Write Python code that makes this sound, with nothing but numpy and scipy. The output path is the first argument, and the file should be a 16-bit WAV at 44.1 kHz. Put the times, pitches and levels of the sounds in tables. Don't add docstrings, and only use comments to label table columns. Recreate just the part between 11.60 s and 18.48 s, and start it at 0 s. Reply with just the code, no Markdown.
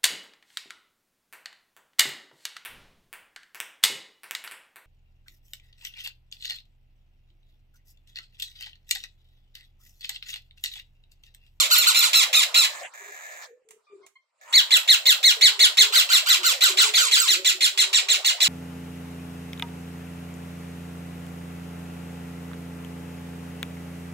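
import sys
import numpy as np
from scipy import signal
from scipy.fft import rfft, irfft
from scipy.io import wavfile

SR = 44100
rng = np.random.default_rng(int(sys.argv[2]) if len(sys.argv) > 2 else 0)


def int16_out(signal):
    q = np.round(np.clip(np.atleast_2d(signal).T, -1, 1) * 32767)
    wavfile.write(sys.argv[1], SR, q.astype(np.int16))


N = 303408
T = np.arange(N) / SR
BIN_HZ = np.arange(N // 2 + 1) * SR / N
TOP_HZ = 15700


def undb(db):
    return 10 ** (np.asarray(db) / 20)


def shape_db(table, hz):
    table_hz, table_db = np.transpose(table)
    return np.interp(np.log(np.maximum(hz, 1)), np.log(table_hz), table_db)


def colour(x, table):
    return irfft(rfft(x) * undb(shape_db(table, BIN_HZ)), N)


def unit(x):
    return x / np.sqrt(np.mean(x ** 2))


def wobble(rate_hz):
    smoother = signal.butter(2, rate_hz, fs=SR, output="sos")
    return unit(signal.sosfilt(smoother, rng.standard_normal(N)))


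def band(kind, hz, order):
    return signal.butter(order, hz, kind, fs=SR, output="sos")


def gate(t, start, end, rise, fall):
    return np.clip((t - start) / rise, 0, 1) * np.exp(-np.maximum(t - end, 0) / fall)


def knee(ms, round_ms):
    return round_ms * np.logaddexp(0, ms / round_ms)


# pitch_hz [Hz], level_db [dB]
THROAT_TONE = [(800, -25), (1400, -12), (2400, -8.5), (3050, -5.5), (4050, -0.5), (4600, -4), (5200, -5),
               (6200, -11.5), (7300, -1.5), (8500, -14), (11500, -21.5), (14500, -13.5), (16000, -18)]
# pitch_hz [Hz], level_db [dB per Hz]
BREATH_TONE = [(300, -42), (885, -25), (1690, -9), (2450, -3), (3100, -3), (4050, -2), (5200, -10),
               (6200, -16), (7100, -11), (8500, -21), (11500, -26.5), (14700, -20), (16000, -33.5)]


def chick(calls, round_ms, climb_hz, drop_hz, hold_ms, dip_hz, dip_ms, tilt_db, fundamental_db, tired_db,
          breath_db, fade_db, strong, strong_db, tire_s, wear):
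    out = np.zeros(N)
    jitter = wobble(350)
    flutter = [wobble(85) for _ in range(12)]
    breath = unit(colour(rng.standard_normal(N), BREATH_TONE))
    for apex_s, apex_hz, slide_hz_per_ms, level_db, lead_ms in calls:
        fresh = np.exp(-(apex_s - calls[0][0]) / tire_s)
        length_ms = hold_ms + drop_hz / slide_hz_per_ms
        first = max(int((apex_s - lead_ms / 1000) * SR), 0)
        last = min(int((apex_s + (length_ms + 90) / 1000) * SR), N)
        span = slice(first, last)
        ms = (T[span] - apex_s) * 1000

        corner_ms = round_ms * (lead_ms / 25) ** 4
        hz = apex_hz - slide_hz_per_ms * knee(ms - hold_ms, corner_ms)
        hz -= climb_hz * np.clip(-ms / lead_ms, 0, 1) ** (lead_ms / 16)
        hz -= dip_hz * np.exp(-((ms - hold_ms / 2) / dip_ms) ** 2)
        hz -= 1.3 * np.clip(ms, 0, hold_ms)
        hoarse = np.exp(-(ms + lead_ms) / 17.0) + np.exp(np.minimum(ms - length_ms, 0) / 5.8)
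        roughness = .004 + wear * (1 - fresh) + .06 * hoarse
        hz = np.maximum(hz, .5 * apex_hz) * (1 + roughness * jitter[span])
        phase = 2 * np.pi * np.cumsum(hz) / SR

        voice = np.zeros(len(ms))
        for k in range(1, 12):
            gain_db = shape_db(THROAT_TONE, k * hz) + tilt_db * np.log2(k)
            if k == 1:
                gain_db += fundamental_db + tired_db * (1 - fresh)
            if k == strong:
                gain_db += strong_db * fresh
            if k > strong:
                gain_db -= 5.24 * np.clip(-ms / 8, 0, 1)
            patchy_db = np.clip(k * hz / 1100 - 2.6, 1.2, 8) * flutter[k][span]
            partial = np.sin(k * phase + .4 * k * k) * (k * hz < TOP_HZ)
            voice += undb(gain_db + patchy_db) * partial
        voice *= gate(ms, -lead_ms, length_ms - 8.0, 17.4, 1.8)
        voice *= 1.08 + 0.45 * gate(ms, -.7 * lead_ms, length_ms, 3.1, 4.0)
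        voice *= undb(2.5 - fade_db * np.clip(ms / length_ms, 0, 1))

        air = undb(breath_db + 4.84 * (3 - fresh)) * (0.1 + 0.46 * hoarse) * breath[span]
        air *= gate(ms, -lead_ms, length_ms, 3.1, 12.2)
        out[span] += undb(level_db) * (voice + air)
    return out


# apex_s [s], apex_hz [Hz], slide [Hz per ms], level_db [dB, relative],
# lead_ms, the run-up to the apex [ms]
HIGH_CALLS = [(2.957, 2322, 18, -19.5, 32), (3.13, 2100, 19, -19, 25), (3.302, 2155, 18, -18, 27),
              (3.479, 2170, 17, -18, 25), (3.66, 2255, 16, -18, 32), (3.84, 2290, 19, -16, 31),
              (4.018, 2235, 19, -15.5, 27), (4.196, 2200, 21, -15, 26), (4.368, 2182, 18, -17.5, 24),
              (4.538, 2160, 18, -17.5, 24), (4.708, 2098, 19.5, -18, 24), (4.869, 2134, 15, -24, 24),
              (5.03, 2120, 19, -18, 24), (5.192, 2140, 20, -17, 22), (5.358, 2253, 23, -18, 22),
              (5.526, 2168, 18, -17, 15), (5.696, 2130, 17, -18.5, 24), (5.866, 2084, 20, -18, 21),
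              (6.03, 2158, 21, -18, 24), (6.197, 2125, 24, -17, 23), (6.349, 2070, 21, -17.5, 21),
              (6.505, 2067, 19, -18, 21), (6.664, 2202, 21, -17.5, 19), (6.823, 2084, 21, -17.5, 21)]


def high_chick():
    return chick(HIGH_CALLS, round_ms=2.6, climb_hz=1250, drop_hz=989, hold_ms=0, dip_hz=-17.5, dip_ms=5.7,
                 tilt_db=-4.0, fundamental_db=0.23, tired_db=-9.5, breath_db=-9.5, fade_db=0.35,
                 strong=2, strong_db=9.0, tire_s=2.52, wear=0.0061)


# apex_s [s], apex_hz [Hz], slide [Hz per ms], level_db [dB, relative], lead_ms [ms]
LOW_CALLS = [(-.025, 1550, 11, -22, 27.5), (.127, 1538, 14, -22.5, 26.76), (.281, 1525, 15, -22.5, 24.33),
             (.44, 1492, 13, -26, 25), (4.356, 1697, 16, -25.5, 33.55), (4.522, 1654, 14, -26.5, 33.4),
             (4.688, 1620, 8.6, -27, 29.8), (4.861, 1570, 9.9, -25.5, 31.1),
             (5.04, 1610, 9.2, -26.5, 27.17), (5.212, 1540, 9, -26, 27.78), (5.395, 1626, 8, -24.5, 28.28),
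             (5.588, 1620, 7.6, -26, 27.43)]


def low_chick():
    return chick(LOW_CALLS, round_ms=4, climb_hz=850, drop_hz=716, hold_ms=0, dip_hz=-8.5, dip_ms=7.0,
                 tilt_db=-0.35, fundamental_db=6.5, tired_db=2.33, breath_db=-6.5, fade_db=9.0,
                 strong=3, strong_db=5.5, tire_s=3.6, wear=0.026)


# apex_s [s], apex_hz [Hz], slide [Hz per ms], level_db [dB, relative], lead_ms [ms]
WAVERING_CALLS = [(-.012, 1516, 12, -24, 26.6), (.177, 1500, 13, -21, 26.96),
                  (.366, 1435, 10.7, -19.5, 21.9), (.557, 1401, 10.6, -17.5, 27.07),
                  (.758, 1343, 11, -18.5, 29.96), (.972, 1431, 10.3, -18.5, 30.12)]


def wavering_chick():
    return chick(WAVERING_CALLS, round_ms=3.0, climb_hz=900, drop_hz=485, hold_ms=30, dip_hz=100, dip_ms=8.3,
                 tilt_db=-3.0, fundamental_db=-2.15, tired_db=-9.5, breath_db=-2, fade_db=3.8,
                 strong=3, strong_db=4.5, tire_s=14.0, wear=.015)


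# start_s [s], end_s [s], level_db [dB]
RASP_TIMES = [(1.09, 1.236, -44), (1.336, 1.844, -44), (2.811, 2.96, -54)]
# [dB, relative]
RASP_RESONANCES = [(694, 270, -4), (1744, 216, 9), (2270, 470, 0.5), (3715, 600, -9), (6840, 1300, 1),
                   (14430, 2800, -7)]


def rasp():
    draw = rng.standard_normal((N // 100, 2))
    at = np.cumsum(SR / 290 * np.exp(0.33 * draw[:, 0])).astype(int)
    clicks = 0.019 * rng.standard_normal(N)
    clicks[at[at < N]] += undb(2.0 * draw[at < N, 1])
    ring = np.zeros(N)
    for pitch_hz, width_hz, level_db in RASP_RESONANCES:
        b, a = signal.iirpeak(pitch_hz, pitch_hz / width_hz, SR)
        ring += undb(level_db) * unit(signal.filtfilt(b, a, clicks))
    loudness = sum(undb(level_db) * gate(T, start_s, end_s, 0.00054, 0.0032)
                   for start_s, end_s, level_db in RASP_TIMES)
    return unit(ring) * loudness


# start_s [s], pitch_hz [Hz], length_ms [ms], level_db [dB],
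# second_db, the second partial and those above it against the first [dB]
PEEP_NOTES = [(2.265, 1194, 124, -61.5, -5.5), (2.428, 1074, 43, -58.5, 0), (2.553, 1043, 31, -59.5, 7.5)]


def peeps():
    out = np.zeros(N)
    for start_s, pitch_hz, length_ms, level_db, second_db in PEEP_NOTES:
        phase = 2 * np.pi * np.cumsum(pitch_hz * (1 + .02 * wobble(60))) / SR
        upper = np.sin(2 * phase) + 0.33 * np.sin(3 * phase) + 0.19 * np.sin(4 * phase)
        loudness = undb(level_db) * gate(T, start_s, start_s + length_ms / 2000, 0.0062, length_ms / 5000)
        out += loudness * (np.sin(phase) + undb(second_db) * upper)
    return out


# start_s [s], level_db [dB, before a shared 11 dB cut],
# t60_s, the time to die away by 60 dB [s]
SCRATCH_TIMES = [(2.0876, -40, 0.033), (2.107, -33.5, 0.056), (2.464, -36, 0.045)]


def scratches():
    grit_tone = [(300, -20), (2200, 2.5), (5000, -9), (7500, 0.5), (16000, -17)]  # pitch_hz, level_db
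    grit = unit(colour(rng.standard_normal(N), grit_tone))
    loudness = sum(undb(level_db - 11.0) * gate(T, start_s, start_s, 0.00039, t60_s / np.log(1000))
                   for start_s, level_db, t60_s in SCRATCH_TIMES)
    return grit * loudness


# [dB, before a shared 3.5 dB lift]
DOVE_NOTES = [(1.4, 414, 154, -61), (1.87, 512, 155, -59), (2.049, 434, 133, -62.5),
              (2.298, 397, 155, -55.5), (3.74, 440, 91, -51.5), (3.88, 418, 230, -56),
              (4.181, 419, 147, -50), (4.782, 354, 107, -51), (4.88, 541, 120, -50.5),
              (5.077, 382, 140, -48), (5.228, 423, 126, -47), (5.37, 440, 323, -57.5),
              (5.702, 369.6, 141, -48.5), (5.729, 550, 114, -53.5), (5.93, 367, 120, -53.5),
              (6.13, 392, 215, -55), (6.4, 403, 244, -58)]


def doves():
    out = np.zeros(N)
    waver = 1 + .03 * wobble(14)
    throb = undb(4 * wobble(35))
    for start_s, pitch_hz, length_ms, level_db in DOVE_NOTES:
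        bell = np.sin(np.pi * np.clip((T - start_s) * 1000 / length_ms, 0, 1)) ** 0.32
        tone = np.sin(2 * np.pi * np.cumsum(pitch_hz * waver) / SR)
        out += undb(level_db + 3.5) * bell * throb * tone
    return out


# [dB, before a shared 8 dB lift]
MURMUR_LEVEL = [(0, -46.5), (1.26, -45), (1.3, -60.5), (1.86, -54.5), (1.93, -88), (2.48, -71.5),
                (2.53, -96.5), (2.78, -78), (2.9, -50), (5.4, -46), (5.78, -64), (6.3, -49)]
# [dB per Hz, relative]
MURMUR_TONE = [(200, -31.5), (350, -22.5), (550, -3), (800, -0.5), (2000, -9), (5000, -15), (7500, -15),
               (16000, -67)]


def yard():
    out = np.zeros((2, N))
    both = np.array([unit(colour(rng.standard_normal(N), MURMUR_TONE)) for _ in range(2)])
    for low_hz in 50 * 2 ** np.arange(8):
        octave = signal.sosfilt(band("bandpass", [low_hz, 2 * low_hz], 2), both)
        mid, side = octave * undb(2.2 * wobble(12))
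        out += mid + .7 * side * np.array([[1], [-1]])
    return undb(np.interp(T, *np.transpose(MURMUR_LEVEL)) + 8) * out


ROOM_T60_S, ROOM_DB = 0.25, -6


def room(x):
    t = np.arange(SR // 2) / SR
    decay = np.exp(-np.log(1000) * t / ROOM_T60_S) * np.clip(t / 0.0031, 0, 1)
    tail = rng.standard_normal((2, len(t))) * decay
    tail /= np.sqrt(np.sum(tail ** 2, axis=1, keepdims=True))
    return undb(ROOM_DB) * signal.fftconvolve(x[None], tail, axes=1)[:, :N]


# pitch_hz [Hz], shift [radians, before each sound's share]
STEREO_SHIFT = [(0, 0), (950, .7), (2300, 6.7), (3270, 10.7), (5850, 6 * np.pi)]


def seat(x, shift_share, pan_db):
    shift = shift_share * np.interp(BIN_HZ, *np.transpose(STEREO_SHIFT))
    left = irfft(rfft(x) * np.exp(-1j * shift), N) * undb(pan_db / 2)
    right = x * undb(-pan_db / 2)
    return np.array([left, right])


# time_s [s], level_db [dB]
TREBLE_LEVEL = [(1, 1), (3.9, -1), (4.5, -1.5), (6.88, -6.5)]


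def swing_treble(birds):
    top = signal.sosfiltfilt(band("highpass", 10500, 4), birds)
    return birds + top * (undb(np.interp(T, *np.transpose(TREBLE_LEVEL))) - 1)


def scene():
    high, low, wavering = high_chick(), low_chick(), wavering_chick()
    near = seat(high, 0.97, 0.94) + seat(low, 0.735, .3) + seat(wavering, 0.97, -0.21)
    birds = swing_treble(near + room(high + low + wavering))
    soft = rasp() + peeps() + scratches()
    far = doves()
    return birds + seat(soft, 0.94, .3) + room(soft) + far + room(far) + yard()


# pitch_hz [Hz], left minus right level_db [dB]
PORT_DIFFERENCE = [(60, -.5), (1300, .5), (2400, -1), (4600, 0), (6500, -9), (9000, -10), (15000, -6)]


def record(dry):
    left_tone = [(hz, db / 2) for hz, db in PORT_DIFFERENCE]
    right_tone = [(hz, -db / 2) for hz, db in PORT_DIFFERENCE]
    ports = np.array([colour(dry[0], left_tone), colour(dry[1], right_tone)])
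    rounded = ports / (1 + ports ** 4) ** .25
    return signal.sosfilt(signal.ellip(8, .2, 70, TOP_HZ, fs=SR, output="sos"), rounded)


dry = scene()
out = record(dry)
int16_out(out)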